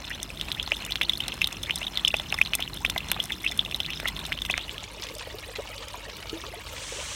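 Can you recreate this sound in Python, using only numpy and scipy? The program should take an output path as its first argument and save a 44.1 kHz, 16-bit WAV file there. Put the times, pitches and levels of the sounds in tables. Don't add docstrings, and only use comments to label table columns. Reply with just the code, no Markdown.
import sys
import numpy as np
from scipy import signal
from scipy.fft import rfft, irfft
from scipy.io import wavfile
from scipy.ndimage import uniform_filter1d

SR = 44100
rng = np.random.default_rng(int(sys.argv[2]) if len(sys.argv) > 2 else 0)


def dump_mix(stems):
    frames = np.atleast_2d(stems).T
    limited = np.clip(frames, -1, 1)
    pcm = np.round(limited * 32767).astype(np.int16)
    wavfile.write(sys.argv[1], SR, pcm)


N = 315315

# start in seconds, peak level in dB, pitch in Hz, decay in ms, relative snap of the falling drop in dB.
PLINKS = [(.112, -24.5, 1870, 2.7, -41), (.4124, -11.5, 3420, 0.7, -44), (0.5174, -10, 3600, 0.55, -37),
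          (0.5981, -12, 3170, 0.84, -51), (.676, -17.5, 3670, .4, -39), (0.7192, -5.5, 2630, 0.71, -38),
          (.9079, -25, 3500, 1.1, -28), (0.9215, -10.5, 3800, 0.62, -30.5), (.957, -8, 3040, 0.26, -30),
          (1.0132, -7, 2400, 0.46, -29), (1.0167, -10.5, 3250, .7, -30), (1.0316, -18, 3560, 1.7, -27.5),
          (1.0953, -8.5, 3610, 1.4, -23.5), (1.134, -18, 3390, 1.7, -30), (1.174, -22.5, 4300, 1.2, -42),
          (1.2037, -15.5, 3020, 1.7, -28), (1.2821, -15.5, 3720, 0.58, -34), (1.3208, -18, 3200, 0.87, -39),
          (1.4167, -8, 2590, 1.1, -21), (1.4433, -6.5, 3770, 0.65, -26), (1.4729, -15.5, 3520, 0.72, -27),
          (1.6341, -19.5, 3450, 1.6, -27), (1.6971, -13.5, 2300, 0.66, -50), (1.708, -10.5, 2890, .8, -31),
          (1.816, -23, 2690, 2, -37), (1.8298, -18, 2850, 0.98, -43), (1.8676, -18, 3640, 2.6, -36),
          (1.9737, -8.5, 3660, .6, -26.5), (1.9952, -20.5, 3300, 1.4, -44), (2.049, -5, 3250, 1.5, -24.5),
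          (2.0763, -10, 2880, 1.4, -48), (2.1048, -20.5, 2700, 2.1, -54), (2.142, -8.5, 2650, 0.84, -32),
          (2.198, -16, 3440, 0.93, -33), (2.3254, -10.5, 2660, 0.81, -51), (2.3874, -16, 2060, 1.5, -48),
          (2.4144, -3, 2500, 1.1, -21.5), (2.4604, -16, 3470, 0.45, -38), (2.535, -6.5, 2840, 0.43, -28),
          (2.542, -19, 2580, 2.5, -33), (2.6032, -27, 3050, 0.74, -26), (2.6244, -12.5, 3250, 0.99, -32),
          (2.8495, -7, 2475, 0.81, -23.5), (2.8624, -17, 3500, 1.3, -34), (2.8986, -10, 3130, 0.26, -31),
          (2.962, -19.5, 2110, 1.6, -40), (2.9786, -14.5, 3460, 1.3, -22.5),
          (3.1167, -6.5, 2740, 0.34, -49), (3.1446, -23, 3650, 1.1, -50), (3.2014, -11.5, 3280, 1.9, -29.5),
          (3.3049, -19.5, 2050, 1, -41), (3.3202, -21, 3554, 2.8, -26), (3.444, -21, 2290, 0.89, -56),
          (3.464, -11, 2580, 1.6, -38), (3.4764, -15.5, 3280, .8, -50), (3.52, -23.5, 2200, 0.97, -30.5),
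          (3.5924, -6, 3440, 1.86, -42), (3.6495, -22.5, 3600, 1.4, -33), (3.7124, -18.5, 3100, .6, -30.5),
          (3.7454, -13, 3840, 1.45, -29), (3.8027, -11.5, 3210, 1.1, -24.5), (3.8534, -21, 3300, 1.1, -46),
          (3.8626, -16.5, 3850, .55, -38), (3.9035, -18.5, 2750, 1.15, -29), (3.934, -18.5, 2750, .4, -50),
          (4.0002, -14, 2320, .2, -27), (4.0559, -18, 2060, 1.3, -45), (4.076, -16.7, 3250, .9, -26),
          (4.0847, -15, 3800, .4, -22), (4.1654, -19, 3500, 0.58, -45), (4.2522, -18, 3400, .3, -36),
          (4.3216, -12.5, 2140, 0.55, -33), (4.327, -12, 2900, 0.53, -31.5), (4.3886, -18.5, 3230, .5, -51),
          (4.4189, -18.5, 3500, 1.1, -25.5), (4.451, -15, 3100, 0.39, -28), (4.499, -12, 2530, 1.8, -29),
          (4.5403, -11.5, 2130, .7, -50), (4.579, -8, 2590, 0.21, -38), (4.6943, -17.5, 2950, 0.59, -49),
          (4.7809, -19, 3230, 0.63, -38)]
# time in seconds, level of the close water in dB, level of the distant water in dB.
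PLACE = [(0, -4.5, -30), (.5, 1, -13), (1, 0, -12.5), (4.35, 2, -18.5), (4.7, -3.5, -2), (5.1, -25.5, -1),
         (6.6, -22, -1), (7.15, -34, -0.5)]


def undb(db):
    return 10 ** (np.asarray(db) / 20)


def level(x, db):
    return x * undb(db) / np.sqrt(np.mean(x ** 2))


def curve(table):
    s, *columns = np.transpose(table)
    t = np.arange(N) / SR
    return [np.interp(t, s, column) for column in columns]


def colour(x, points):
    hz, db = np.transpose(points)
    f = np.maximum(np.fft.rfftfreq(len(x), 1 / SR), 1)
    gain = undb(np.interp(np.log(f), np.log(hz), db))
    return irfft(rfft(x) * gain, len(x))


def band(x, hz, width):
    hz = min(hz, SR * .45)
    width = min(width, SR / 3)
    b, a = signal.iirpeak(hz, hz / width, fs=SR)
    return signal.lfilter(b, a, x)


def walk(rate):
    k = max(int(SR / rate), 1)
    steps = np.repeat(rng.standard_normal(N // k + 1), k)[:N]
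    return level(uniform_filter1d(steps, k), 0)


def add(track, s, sound):
    i = int(np.clip(s * SR, 0, N - 1))
    track[i:i + len(sound)] += sound[:N - i]


def span(ms):
    return np.arange(int(ms * SR / 1000) + 8) * 1000 / SR


def bubble(hz, decay_ms, rise_cycles, glide):
    decay_ms = max(decay_ms, .2)
    ms = span(8 * decay_ms)
    pitch = hz * (1 + glide * np.tanh((ms / decay_ms - 1) / 2))
    cycles = np.cumsum(pitch) / SR
    rise = (1 - np.exp(-cycles / rise_cycles)) ** 2
    shape = rise * np.exp(-ms / decay_ms)
    return shape / shape.max() * np.sin(2 * np.pi * cycles)


def bubbles(table, rise_cycles, glide):
    out = np.zeros(N)
    for s, db, hz, decay_ms in table:
        add(out, s, undb(db) * bubble(hz, decay_ms, rise_cycles, glide))
    return out


def swarm(count, hz, octaves, ring_cycles, scatter_db):
    when, pitch, size, ring = rng.random((count, 4)).T
    db = -scatter_db * np.log(size + 0.041)
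    hzs = hz * 2 ** (octaves * np.arcsin(2 * pitch - 1))
    decay_ms = 1000 * ring_cycles * (.5 + ring) / hzs
    return np.column_stack([when * N / SR, db, hzs, decay_ms])


def spray(count, scatter_db, tail_ms):
    when, size, sign = rng.random((count, 3)).T
    clicks = np.zeros(N)
    impacts = undb(-scatter_db * np.log(size + 0.0065)) * np.sign(sign - .5)
    np.add.at(clicks, (when * (N - 1)).astype(int), impacts)
    power = np.convolve(clicks ** 2, np.exp(-2 * span(13) / tail_ms))[:N]
    spatter = np.sqrt(power) * rng.standard_normal(N)
    return level(clicks, -9) + level(spatter, 0)


def burst(decay_ms, crack):
    ms = span(20)
    out = rng.standard_normal(len(ms)) * np.exp(-ms / decay_ms)
    out[0] += abs(crack)
    return out


def dripping(per_s, db, spread_db, hz, octaves):
    count = int(per_s * N / SR)
    when, size, pitch = rng.random((count, 3)).T
    s = (np.arange(count) + when) / per_s
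    dbs = db + spread_db * (2 * size - 1)
    hzs = hz * 2 ** (octaves * (2 * pitch - 1))
    return np.column_stack([s, dbs, hzs])


def close_drops(rows):
    s, near_db, _ = np.transpose(PLACE)
    return [(at, db + np.interp(at, s, near_db), hz) for at, db, hz in rows]


def stone_gap(x):
    # resonance in Hz, least width in Hz, gain in dB.
    gap = [(2036, 87, 17.5), (3500, 120, 22.5), (5216, 380, 11), (5980, 184, 8.5), (6970, 84, -5),
           (8140, 100, 3.5), (8960, 100, 0), (9700, 340, -3), (10540, 390, -17.5), (11020, 690, -3),
           (12070, 360, 1)]
    out = .2 * band(x, 8000, 9000)
    for hz, width, db in gap:
        out += undb(db) * band(x, hz, max(width, hz / 26))
    return out


def echoes(x, decay_ms, db, count=8):
    ms = span(100)
    hold = SR // 40
    spot = np.repeat(rng.integers(count, size=N // hold + 1), hold)[:N]
    out = np.zeros(N)
    for k in range(count):
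        tail = rng.standard_normal(len(ms)) * np.exp(-ms / decay_ms) * (1 - np.exp(-ms ** 2))
        here = uniform_filter1d(1. * (spot == k), size=256)
        out += signal.oaconvolve(x * here, tail / np.linalg.norm(tail))[:N]
    return undb(db) * out


def plinks():
    drips = close_drops(dripping(per_s=13, db=0, spread_db=2, hz=3250, octaves=0.36))
    drip_db, drip_ms, drip_snap_db = -25.5, 1.18, -41
    drops = PLINKS + [(s, drip_db + db, hz, drip_ms, drip_snap_db + db) for s, db, hz in drips]
    snaps, rings = np.zeros(N), np.zeros(N)
    for (s, db, hz, decay_ms, snap_db), softness in zip(drops, rng.random(len(drops))):
        add(snaps, s + .0005, undb(snap_db - 16) * burst(decay_ms=2.67, crack=2.5))
        add(rings, s - .0001, undb(db) * bubble(hz, decay_ms, rise_cycles=.85 * decay_ms, glide=.07))
        swell = bubble(hz * .94, decay_ms=1.5, rise_cycles=.6, glide=-.08)[::-1]
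        swell_gain = undb(db - 10 - 16 * softness) * min(decay_ms, 1) ** 2
        add(rings, s + .0005 - len(swell) / SR, swell_gain * swell)
    return rings + undb(10) * stone_gap(snaps) + undb(14.5) * band(snaps, 1060, 1100)


def daughters():
    lag_s, drop_db, middle_hz, decay_ms = .013, -18.5, 3450, 1.16
    chance = 2 * rng.random((len(PLINKS), 2)) - 1
    rows = []
    for (s, db, *_), (late, pitch) in zip(PLINKS, chance):
        at = s + lag_s * (1 + 0.23 * late)
        rows.append((at, db + drop_db, middle_hz * 2 ** (.18 * pitch), decay_ms))
    return bubbles(rows, rise_cycles=0.68, glide=.07)


def ticks():
    # start in seconds, relative level in dB, brightest frequency in Hz.
    sharp_ticks = [(.23, -21.5, 7800), (0.4126, -28.5, 7060), (.6281, -24.5, 5800), (0.85, -26.5, 7140),
                   (1.2814, -24.5, 8060), (1.4727, -26.5, 9700), (1.527, -27.3, 6460), (1.6311, -28, 7600),
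                   (1.7579, -20.5, 8300), (2.08, -14.5, 6140), (2.167, -24.5, 6900), (2.3425, -21.5, 5730),
                   (2.5522, -15, 9900), (2.9, -19.5, 7040), (3.0858, -29, 5600), (3.116, -15.5, 11100),
                   (3.239, -27.5, 8000), (3.256, -31, 9300), (3.514, -25.5, 5870), (3.5756, -28.5, 10400),
                   (4.0824, -27, 10300), (4.511, -25.5, 7400), (4.5776, -25.5, 5860), (5.0376, -27.5, 6400),
                   (5.1518, -32, 9500), (5.1837, -32, 8000), (5.8837, -32.5, 6350)]
    strays = close_drops(dripping(per_s=3, db=-33.5, spread_db=0, hz=9500, octaves=0.3))
    out = np.zeros(N)
    for s, db, hz in sharp_ticks + strays:
        crack = burst(decay_ms=1.9, crack=7.2)
        bright = band(crack, hz, 4000)
        ringing = stone_gap(bright + 0.054 * crack)
        body = band(crack, 1200, 1800)
        tick = 0.44 * bright + 2 * ringing + 0.56 * body
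        add(out, s, level(tick, db - 12.0))
    return out


def gurgles(bubbles_per_s=330):
    # start in seconds, length in seconds, loudest bubble in dB.
    pockets = [(0.101, 0.055, -28), (0.568, 0.052, -29), (.708, 0.042, -25), (0.873, 0.062, -31),
               (1.01, .045, -23), (1.413, 0.038, -25), (1.664, 0.084, -30), (1.808, 0.043, -26.5),
               (2.13, 0.048, -34), (2.392, 0.038, -44), (2.53, 0.023, -26), (2.583, 0.057, -27.5),
               (2.842, 0.021, -30), (2.938, 0.039, -46), (3.161, 0.072, -36), (3.292, 0.061, -31),
               (3.44, 0.056, -25), (3.875, 0.071, -29), (4.045, 0.048, -26.5), (4.317, 0.026, -34),
               (4.489, 0.031, -23), (4.55, 0.097, -32)]
    rows = []
    for s, length, db in pockets:
        chance = rng.random((64, 3))[:max(int(length * bubbles_per_s), 1)]
        for k, (when, pitch, size) in enumerate(chance):
            filled = (k + when) / len(chance)
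            hz = 1950 * 2 ** (filled ** 0.85 + .4 * (pitch - .5))
            rows.append((s + filled * length, db - 9 * size, hz, 1.3))
    return bubbles(rows, rise_cycles=1.1, glide=.11)


def slaps():
    # start in seconds, relative level in dB, pitch in Hz.
    blobs = [(.6759, -24.5, 690), (.719, -22.5, 694), (1.0132, -28, 710), (1.8172, -31, 745),
             (2.1405, -18.5, 775), (2.197, -28.5, 656), (2.3251, -22, 780), (2.3418, -23, 980),
             (2.413, -28.5, 905), (2.593, -22.5, 740), (2.8487, -29, 940), (2.9611, -21, 665),
             (3.1164, -24, 820), (3.1637, -23, 930), (3.191, -30.5, 680), (4.0311, -28.5, 690),
             (4.0569, -22.5, 940), (4.5, -23, 810), (4.5783, -25, 930)]
    thumps, spatter = np.zeros(N), np.zeros(N)
    for s, db, hz in blobs:
        add(thumps, s, undb(db) * bubble(hz, decay_ms=2.2, rise_cycles=0.1, glide=0.54))
        spatter_hz = 1.04 * hz
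        puff = band(burst(decay_ms=3.6, crack=3.5), spatter_hz, 900)
        puff = band(puff, spatter_hz, 1170)
        add(spatter, s, level(puff, db - 13.5))
    return undb(-5.5) * thumps + spatter


def close_water():
    # time in seconds, relative level in dB.
    flow = [(0, -31.5), (.35, -40), (1.7, -38), (2.14, -40), (2.55, -41), (2.93, -40.5), (3.4, -39.7),
            (3.8, -43), (4.12, -40.5), (4.6, -39.5), (4.9, -45)]
    # frequency in Hz, relative level in dB.
    near_wash = [(350, -15), (520, -7.5), (950, -3.5), (1500, -7.5), (2900, -4), (3600, -25), (4150, -3),
                 (4700, -22), (5300, -20), (6100, -33), (7000, -19.5), (12700, -49), (16000, -47)]
    flow_db, = curve(flow)
    surge_db = flow_db - flow_db.mean()
    clusters = undb(2.8 * walk(18))
    showers = undb(2.6 * walk(13))
    patter = bubbles(swarm(count=800, hz=3250, octaves=.27, ring_cycles=4.5, scatter_db=3),
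                     rise_cycles=1.3, glide=.06)
    burble = bubbles(swarm(count=650, hz=1150, octaves=.85, ring_cycles=3.8, scatter_db=2.6),
                     rise_cycles=.9, glide=.12)
    pips = bubbles(swarm(count=700, hz=5800, octaves=.45, ring_cycles=3, scatter_db=4),
                   rise_cycles=1.2, glide=.03)
    fizz = bubbles(swarm(count=1100, hz=10500, octaves=.45, ring_cycles=2.5, scatter_db=4),
                   rise_cycles=1.2, glide=.03)
    mist = stone_gap(band(spray(count=1300, scatter_db=3.5, tail_ms=2.4), 7300, 10500))
    film = colour(spray(count=3500, scatter_db=3, tail_ms=3), near_wash)
    running = (level(patter, -51.5) + level(film, -49.5)) * clusters
    flying = level(stone_gap(pips), -55.5) + level(stone_gap(fizz), -62.5) + level(mist, -58.5)
    flying = flying * showers
    return (running + flying) * undb(0.86 * surge_db) + level(burble, -53) * undb(0.17 * surge_db)


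def glugs():
    # start in seconds, relative level in dB, pitch in Hz.
    big_bubbles = [(5.106, -34, 510), (5.138, -37.5, 460), (5.212, -32, 1020), (5.271, -32.5, 587),
                   (5.343, -34.5, 417), (5.486, -37, 574), (5.592, -24.5, 550), (5.653, -35.5, 890),
                   (5.942, -27.5, 1045), (6.084, -36, 560), (6.328, -33, 436), (6.366, -36, 610),
                   (6.439, -30, 1180), (6.536, -33, 657), (6.92, -32, 500), (6.984, -34, 567)]
    # start in seconds, peak level in dB, pitch in Hz, decay in ms.
    low_plops = [(6.327, -33, 328, 31), (5.584, -30, 450, 6)]
    decay_cycles = 3.1
    churn = np.zeros(N)
    for s, db, hz in big_bubbles:
        rough = band(band(burst(decay_ms=9, crack=1.), hz, 500), hz, 700)
        add(churn, s - .003, level(rough, db - 15))
    rows = [(s, db, hz, 1000 * decay_cycles / hz) for s, db, hz in big_bubbles]
    gulps = bubbles(rows, rise_cycles=.9, glide=.2)
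    plops = bubbles(low_plops, rise_cycles=.6, glide=.03)
    return undb(-1.5) * gulps + plops + churn


def splashes(far):
    # start in seconds, relative level in dB, brightest frequency in Hz.
    strong_splashes = [(4.839, -25.5, 3100), (5.0219, -23.5, 4300), (5.031, -26, 3070),
                       (5.068, -26.5, 2700), (5.195, -25, 2900), (5.558, -22.5, 2670), (5.779, -27.5, 3820),
                       (6.296, -23, 3500)]
    patter = dripping(per_s=9, db=-29, spread_db=2, hz=3100, octaves=0.29)
    strong, soft = np.zeros(N), np.zeros(N)
    for track, rows in (strong, strong_splashes), (soft, patter):
        for s, db, hz in rows:
            puff = band(burst(decay_ms=3, crack=2.0), hz, 1700)
            add(track, s, level(band(puff, hz, 2600), db - 15))
    return strong + far * soft


def distant_water():
    # frequency in Hz, relative level in dB.
    far_wash = [(210, -31), (350, -16), (514, 3.5), (730, -4.5), (990, 0), (1430, -4.5), (2130, -7.5),
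                (2420, -4), (2940, -1.5), (5060, -13.5), (5940, -12), (14300, -34), (16000, -56)]
    trickle = bubbles(swarm(count=1500, hz=3100, octaves=.6, ring_cycles=5.5, scatter_db=2.8),
                      rise_cycles=1., glide=.08)
    fizz = bubbles(swarm(count=1100, hz=7800, octaves=.75, ring_cycles=4, scatter_db=3.8),
                   rise_cycles=.6, glide=.03)
    burble = bubbles(swarm(count=220, hz=530, octaves=.33, ring_cycles=4.2, scatter_db=2.3),
                     rise_cycles=.9, glide=.15)
    babble = bubbles(swarm(count=480, hz=1120, octaves=.42, ring_cycles=5, scatter_db=2.2),
                     rise_cycles=.9, glide=.15)
    spatter = colour(spray(count=5000, scatter_db=3.4, tail_ms=2.4), far_wash) * undb(1.1 * walk(35))
    water = level(trickle, -48.0) + level(fizz, -53) + level(burble, -52.5)
    water = water + level(babble, -57.5) + level(spatter, -47.0)
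    return water + echoes(water, decay_ms=5.4, db=-2.5)


def surroundings(near, far):
    # pump tone in Hz, relative rms level close by in dB, relative rms level further off in dB.
    pump = [(49.2, -52, -51), (100, -60.5, -55), (144, -61, -111), (309, -72.5, -61.5)]
    # frequency in Hz, relative level in dB.
    near_rumble = [(25, -56), (40, 3), (72, 3.5), (110, -5), (160, -1.5), (240, -5.5), (350, -8),
                   (550, -22.5), (1200, -34)]
    far_rumble = [(25, -20), (45, 0), (70, 6), (105, 0), (150, -5.5), (260, -11), (500, -16), (1200, -28.5)]
    t = np.arange(N) / SR
    hum = np.zeros(N)
    for hz, near_db, far_db in pump:
        rms = near * undb(near_db) + far * undb(far_db)
        hum += np.sqrt(2) * rms * np.sin(2 * np.pi * hz * t)
    sway = undb(.7 * walk(7))
    flutter = undb(2 * walk(14))
    close = level(colour(rng.standard_normal(N), near_rumble), -43.5)
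    distant = level(colour(rng.standard_normal(N), far_rumble), -49.0)
    return (hum + np.sqrt(near) * close) * sway + far * distant * flutter


def hiss():
    # time in seconds, level in dB around which the hiss wavers.
    swell = [(0, -100), (6.5, -73), (6.7, -49), (6.86, -39.5), (7.15, -37)]
    # frequency in Hz, relative level in dB.
    hiss_colour = [(500, -37), (1000, -1), (2000, -1.5), (3200, 3), (4900, -3.5), (6000, 3), (8700, -2),
                   (9600, -7), (10700, -20), (16000, -38)]
    noise = level(colour(rng.standard_normal(N), hiss_colour), 0)
    return noise * undb(curve(swell)[0] + 0.55 * walk(33))


def scene():
    near, far = undb(curve(PLACE))
    drops = plinks() + daughters() + ticks() + gurgles() + slaps()
    drops = drops + echoes(drops, decay_ms=3.1, db=-9.5)
    basin = glugs() + splashes(far)
    basin = basin + echoes(basin, decay_ms=12.5, db=-6.0)
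    flow = near * close_water() + far * distant_water()
    return (drops + basin + flow + surroundings(near, far) + hiss())[None]


def record(dry):
    steep_cut = signal.ellip(8, .2, 70, 16000, fs=SR, output="sos")
    return signal.sosfilt(steep_cut, dry)


dry = scene()
out = record(dry)
dump_mix(out)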